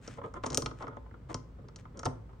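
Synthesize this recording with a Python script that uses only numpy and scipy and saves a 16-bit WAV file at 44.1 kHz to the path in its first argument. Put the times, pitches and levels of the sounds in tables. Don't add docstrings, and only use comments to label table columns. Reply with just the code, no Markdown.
import sys
import numpy as np
from scipy import signal
from scipy.fft import rfft, irfft, next_fast_len
from scipy.io import wavfile
from scipy.ndimage import uniform_filter1d

SR = 44100
rng = np.random.default_rng(int(sys.argv[2]) if len(sys.argv) > 2 else 0)


def store_pcm(level_fs):
    pcm = np.round(np.clip(level_fs, -1, 1) * 32767).astype(np.int16)
    wavfile.write(sys.argv[1], SR, np.atleast_2d(pcm).T)


N = 105840
T = np.arange(SR // 3) / SR

# [t/s, click level/dB, click treble cut f/Hz, tub level/dB, tub favoured f/Hz, table level/dB]
CONTACTS = [ (0.077, -40.5, 5650, -48, 1280, -43), (0.2145, -86, 3060, -42.5, 1060, -50.5),
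            (0.3397, -55, 9150, -42, 1140, -48.5), (0.4366, -40.5, 2460, -34, 1280, -46.5),
            (0.4394, -41, 2400, -33.5, 600, -40.5), (0.46, -44, 7840, -36, 1050, -39),
            (0.4645, -34, 7770, -38.5, 1050, -41.5), (0.503, -37, 6490, -48.5, 1060, -39),
            (0.5212, -43.5, 7000, -47, 1140, -46), (0.5305, -40.5, 6460, -58.5, 938, -49),
            (.5460, -24.5, 10300, -43, 1216, -42), (0.5736, -18.5, 14600, -37.5, 1270, -30),
            (0.6218, -35, 6950, -37.5, 1106, -41.5), (0.6607, -30, 3610, -33.5, 1303, -40),
            (0.7117, -53.5, 3000, -42.5, 1200, -47), (0.8242, -50.5, 4000, -41, 1250, -51),
            (.8690, -58, 2900, -41.5, 1355, -47), (.8801, -59.5, 7000, -39.5, 1228, -45),
            (.9680, -68, 7210, -42.5, 957, -44), (1.062, -85, 3000, -54.5, 1000, -60.5),
            (1.111, -78.5, 2860, -57, 1600, -60.5), (1.140, -77, 3000, -50.5, 1332, -54),
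            (1.304, -69, 6000, -45, 950, -44), (1.344, -32, 6340, -37, 1110, -39),
            (1.6856, -56.5, 4430, -54, 1200, -58.5), (1.7606, -44, 5500, -57, 1450, -53.5),
            (1.853, -75, 3000, -48, 1165, -76.5), (1.9732, -51, 7960, -55.5, 1336, -48.5),
            (1.993, -40, 8060, -45.5, 1360, -52), (2.032, -47, 5990, -38.5, 1265, -48),
            (2.0494, -48, 7160, -62, 1115, -39), (2.0552, -33, 10400, -35, 1243, -36.5),
            (2.0581, -40, 3000, -32.5, 844, -47), (2.0626, -38.5, 2800, -33.5, 719, -32),
            (2.332, -75.5, 3000, -58.5, 1140, -63.5)]
# [t/s, length/s, tub level/dB, table level/dB, tub favoured f/Hz]
JUDDERS = [(0.171, 0.032, -47.5, -44.5, 1080), (0.222, 0.059, -45, -43, 1040),
           (0.348, 0.036, -44.5, -46, 1220), (.503, 0.073, -48.5, -44, 480),
           (0.791, 0.08, -46.5, -47.5, 1100), (0.878, 0.098, -56, -58.5, 1330),
           (1.286, 0.049, -47, -47.5, 996), (1.581, 0.018, -58, -55, 560), (1.635, 0.024, -67.5, -58, 560),
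           (1.936, 0.091, -62, -53.5, 518), (2.287, 0.028, -60.5, -73, 950)]
# [t/s, length/s, level/dB]
SLIDES = [(0.008, 0.14, -61), (0.071, 0.14, -62), (0.224, 0.088, -70.5), (0.338, 0.055, -68),
          (0.427, 0.071, -56), (0.487, 0.064, -60.5), (0.764, 0.11, -64.5), (1.286, 0.056, -58),
          (1.778, 0.045, -65)]
# [t/s, level/dB]
THUMPS = [(0.521, -47), (0.637, -40.5), (1.346, -46), (2.065, -36.5)]
# [delay t/s, level/dB]
NEAR_ECHOES = [(.0022, -18.5), (.0047, -16.5)]
# [t/s, level/dB]
HUM_LEVEL = [(0, -67), (.7, -43.5), (.92, -68), (1.04, -48), (1.75, -56), (2.25, -48)]

# [f/Hz, level/dB, t60/s]
STONE_MODES = [(3270, 0, .025), (4400, -5, .04), (5700, 0.5, .025), (5680, 7, 0.044), (7080, -8.5, .03)]
# [f/Hz, level/dB, t60/s]
TUB_MODES = [(575.6, -3, 0.06), (894.7, 3.5, 0.064), (1030.3, -2.5, 0.11), (1260, -2.5, 0.062),
             (1350, -5, 0.06), (2105, -11.5, 0.08)]
# [f/Hz, level/dB, t60/s]
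TABLE_MODES = [(254.5, -2.5, 0.25), (341.2, 1, 0.068), (437.7, -1, 0.1), (466.6, -3.5, 0.16),
               (560, -8.5, 0.14)]
# [f/Hz, level/dB, t60/s]
THUMP_MODES = [(110.6, -7, 0.65), (138, -2, 0.19), (254.8, -9.5, 0.12)]

# [f/Hz, level/dB]
CLICK_COLOUR = [(300, -13.5), (1600, -26), (3000, -14), (4000, -12), (5400, -3), (6800, -1.5), (7700, -11),
                (8700, -3), (9700, -17.5), (11000, -45), (13500, -16), (16000, -23)]
# [f/Hz, level/dB]
TUB_COLOUR = [(150, -6.5), (420, -16.5), (680, -2), (1000, -6.5), (1350, -5.5), (1600, -12), (2100, -13),
              (2600, -27.5), (3300, -20), (5000, -55)]
# [f/Hz, level/dB]
TABLE_COLOUR = [(40, -28.5), (110, 5.5), (180, -4), (260, 0), (560, -3), (720, -11), (1500, -22.5),
                (5000, -68.5)]
# [f/Hz, level/dB]
GRIT_COLOUR = [(400, -6), (1500, 6.5), (3200, -2.5), (4700, -8.5), (6500, -6), (9000, -9.5), (11000, -41),
               (14000, -23.5), (16000, -30.5)]
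# [f/Hz, level/dB]
ROOM_COLOUR = [(25, -37), (36, -4.5), (55, -2.5), (80, -5), (118, -0.5), (170, -8), (260, -13), (340, -19),
               (480, -17.5), (700, -29.5), (1150, -29.5), (1700, -37.5), (4000, -48.5), (9000, -56.5),
               (11000, -72), (16000, -56)]
# [f/Hz, level/dB]
RUMBLE_SIDE_COLOUR = [(60, -15), (140, -18.5), (300, -8.5), (1000, -1.5)]

RUMBLE_DB, HUM_HZ = -51, 56.2
TUB_ROOM_T60_S, TABLE_ROOM_T60_S = .35, .42
TUB_T60_S, TABLE_T60_S = .03, .07
TUB_RISE_S, TABLE_RISE_S = .0007, .0018
TUB_LAG_S, TABLE_LAG_S = 0.00065, 0.0016
SPOT_Q, SPOT_DB = 6.1, 9.5
STROKE_ATTACK, STROKE_RELEASE = 0.24, 0.45
GRAINS_PER_S, GRAIN_SCATTER_DB, FINE_GRIT = 700, 6, .2
SLIP_HZ, SLIP_JITTER, SLIP_SCATTER_DB = 299.2, .5, 3
SCATTER_DB, SCATTER_T60_S = -2, .035
STONE_RING_DB = -7
LEFT_DB, LEFT_LEAD_S = 3, .00002
TOP_HZ = 16000


def amp(db):
    return 10 ** (np.asarray(db) / 20)


def unit(x):
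    return x / np.sqrt(np.mean(np.sum(x ** 2, axis=-1)))


def fade(t, t60):
    return np.exp(-np.log(1000) * t / t60)


def add(out, s, x):
    i = max(int(s * SR), 0)
    out[..., i:i + x.shape[-1]] += x[..., :max(N - i, 0)]


def colour(x, points):
    n = 2 * next_fast_len(x.shape[-1])
    hz, db = np.array(points).T
    bins_hz = np.arange(n // 2 + 1) * SR / n
    level_db = np.interp(np.log(bins_hz + 1), np.log(hz), db)
    cepstrum = irfft(np.log(amp(level_db)))
    cepstrum[1:n // 2] *= 2
    cepstrum[n // 2 + 1:] = 0
    return irfft(rfft(x, n) * np.exp(rfft(cepstrum)))[..., :x.shape[-1]]


def pair(n, width):
    mid, side = rng.standard_normal((2, n))
    side = signal.sosfilt(signal.butter(2, 220, "high", fs=SR, output="sos"), side)
    return np.array([mid + width * side, mid - width * side])


def rumble():
    mid, side = colour(rng.standard_normal((2, N)), ROOM_COLOUR)
    side = colour(side, RUMBLE_SIDE_COLOUR)
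    noise = unit(np.array([mid + side, mid - side])) * np.sqrt(N)
    t = np.arange(N) / SR
    waver = np.interp(t, np.linspace(0, t[-1], 16), rng.standard_normal(16))
    hum_hz = HUM_HZ * (1 + 0.017 * waver)
    hum = np.sin(2 * np.pi * np.cumsum(hum_hz) / SR)
    hum_db = np.interp(t, *np.array(HUM_LEVEL).T)
    return amp(RUMBLE_DB) * noise + amp(hum_db) * hum


def room(x, wet_db, t60, width):
    t = np.arange(SR) / SR
    build_up = 1 - np.exp(-(t / 0.012) ** 2)
    tail = unit(pair(SR, width) * fade(t, t60) * build_up)
    return x + amp(wet_db) * signal.fftconvolve(x, tail, axes=1)[:, :N]


def ring(modes, width):
    out = 0
    for hz, db, t60 in modes:
        detune, level_shift_db, spread = rng.standard_normal(3)
        ear_phase = width * spread * np.array([[.5], [-.5]])
        turn = 2 * np.pi * hz * (1 + .008 * detune) * T + ear_phase
        out = out + amp(db + level_shift_db) * np.sin(turn) * fade(T, t60)
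    return unit(out)


def flurry(t60, width):
    spectrum = rfft(pair(len(T), width) * fade(T, t60))
    power = uniform_filter1d(np.mean(np.abs(spectrum) ** 2, axis=0), size=40)
    even = irfft(spectrum / np.sqrt(power), len(T))
    return even * fade(T, T[-1])


def body(modes, points, t60, modes_db, width, rise_s):
    dense = unit(colour(flurry(t60, width), points))
    clear = amp(modes_db) * ring(modes, width)
    rise = 1 - np.exp(-T / rise_s)
    return unit((dense + clear) * rise)


def thumps():
    out = np.zeros((2, N))
    rise = 1 - np.exp(-T / 0.00071)
    for s, db in THUMPS:
        boom = unit(ring(THUMP_MODES, width=0.15) * rise)
        add(out, s, amp(db + 33.0) * boom)
    return out


def table():
    return body(TABLE_MODES, TABLE_COLOUR, t60=TABLE_T60_S, modes_db=-1, width=.4, rise_s=TABLE_RISE_S)


def tub(spot_hz):
    x = body(TUB_MODES, TUB_COLOUR, t60=TUB_T60_S, modes_db=-3, width=0.98, rise_s=TUB_RISE_S)
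    favoured = signal.lfilter(*signal.iirpeak(spot_hz, SPOT_Q, fs=SR), x)
    return unit(x + amp(SPOT_DB) * favoured)


def stroke(length):
    u = np.linspace(0, 1, int(length * SR))
    return np.minimum(1, np.minimum(u / STROKE_ATTACK, (1 - u) / STROKE_RELEASE))


def grit():
    out = np.zeros((2, N))
    for s, length, db in SLIDES:
        caught = rng.random(len(T)) < GRAINS_PER_S / SR
        grains = caught * amp(GRAIN_SCATTER_DB * rng.standard_normal(len(T)))
        hiss = colour(pair(len(T), width=0.31) * (grains + FINE_GRIT), GRIT_COLOUR)
        press = stroke(length)
        slide = unit(hiss[:, :len(press)] * press)
        add(out, s, amp(db) * np.sqrt(len(press)) * slide)
    return out


def judders():
    out = np.zeros((2, N))
    for s, length, tub_db, table_db, spot_hz in JUDDERS:
        gap, size = rng.standard_normal((2, 64))
        slips = np.zeros(N)
        at = np.cumsum(np.exp(SLIP_JITTER * gap)) * SR / SLIP_HZ
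        slips[at.astype(int) % N] = amp(SLIP_SCATTER_DB * size)
        press = stroke(length)
        push = (slips[:len(press)] * press)[None]
        for db, response in ((tub_db, tub(spot_hz)), (table_db, table())):
            driven = unit(signal.fftconvolve(push + 1e-12, response))
            add(out, s, amp(db) * np.sqrt(len(press)) * driven)
    return out


def click(bright_hz):
    tick = 1. * (T == 0)
    for delay, db in NEAR_ECHOES:
        add(tick, delay, amp([db]))
    tick = unit(colour(tick, CLICK_COLOUR))
    scatter = unit(colour(pair(len(T), width=0.12) * fade(T, SCATTER_T60_S), CLICK_COLOUR))
    x = tick + amp(SCATTER_DB) * scatter + amp(STONE_RING_DB) * ring(STONE_MODES, width=.7)
    treble_cut = signal.butter(N=3, Wn=min(bright_hz, SR / 2.2), fs=SR, output="sos")
    return unit(signal.sosfilt(treble_cut, x))


def knocks():
    in_stone, in_tub, in_table = np.zeros((3, 2, N))
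    for s, click_db, bright_hz, tub_db, spot_hz, table_db in CONTACTS:
        add(in_stone, s, amp(click_db + 19.5) * click(bright_hz))
        add(in_tub, s + TUB_LAG_S, amp(tub_db + 25.5) * tub(spot_hz))
        add(in_table, s + TABLE_LAG_S, amp(table_db + 28) * table())
    return in_stone, in_tub, in_table


def scene():
    in_stone, in_tub, in_table = knocks()
    bright = in_stone + grit()
    hz = np.arange(N // 2 + 1) * SR / N
    early = irfft(rfft(bright[0]) * np.exp(2j * np.pi * hz * LEFT_LEAD_S), N)
    bright = np.array([early * amp(LEFT_DB / 2), bright[1] * amp(-LEFT_DB / 2)])
    stones = room(bright, wet_db=-16, t60=0.27, width=.9)
    plastic = room(in_tub + judders(), wet_db=-12.5, t60=TUB_ROOM_T60_S, width=0.44)
    thuds = room(in_table + thumps(), wet_db=-7.5, t60=TABLE_ROOM_T60_S, width=1.0)
    return stones + plastic + thuds + rumble()


def record(dry):
    return signal.sosfilt(signal.ellip(8, .2, 70, TOP_HZ, fs=SR, output="sos"), dry)


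dry = scene()
out = record(dry)
store_pcm(out)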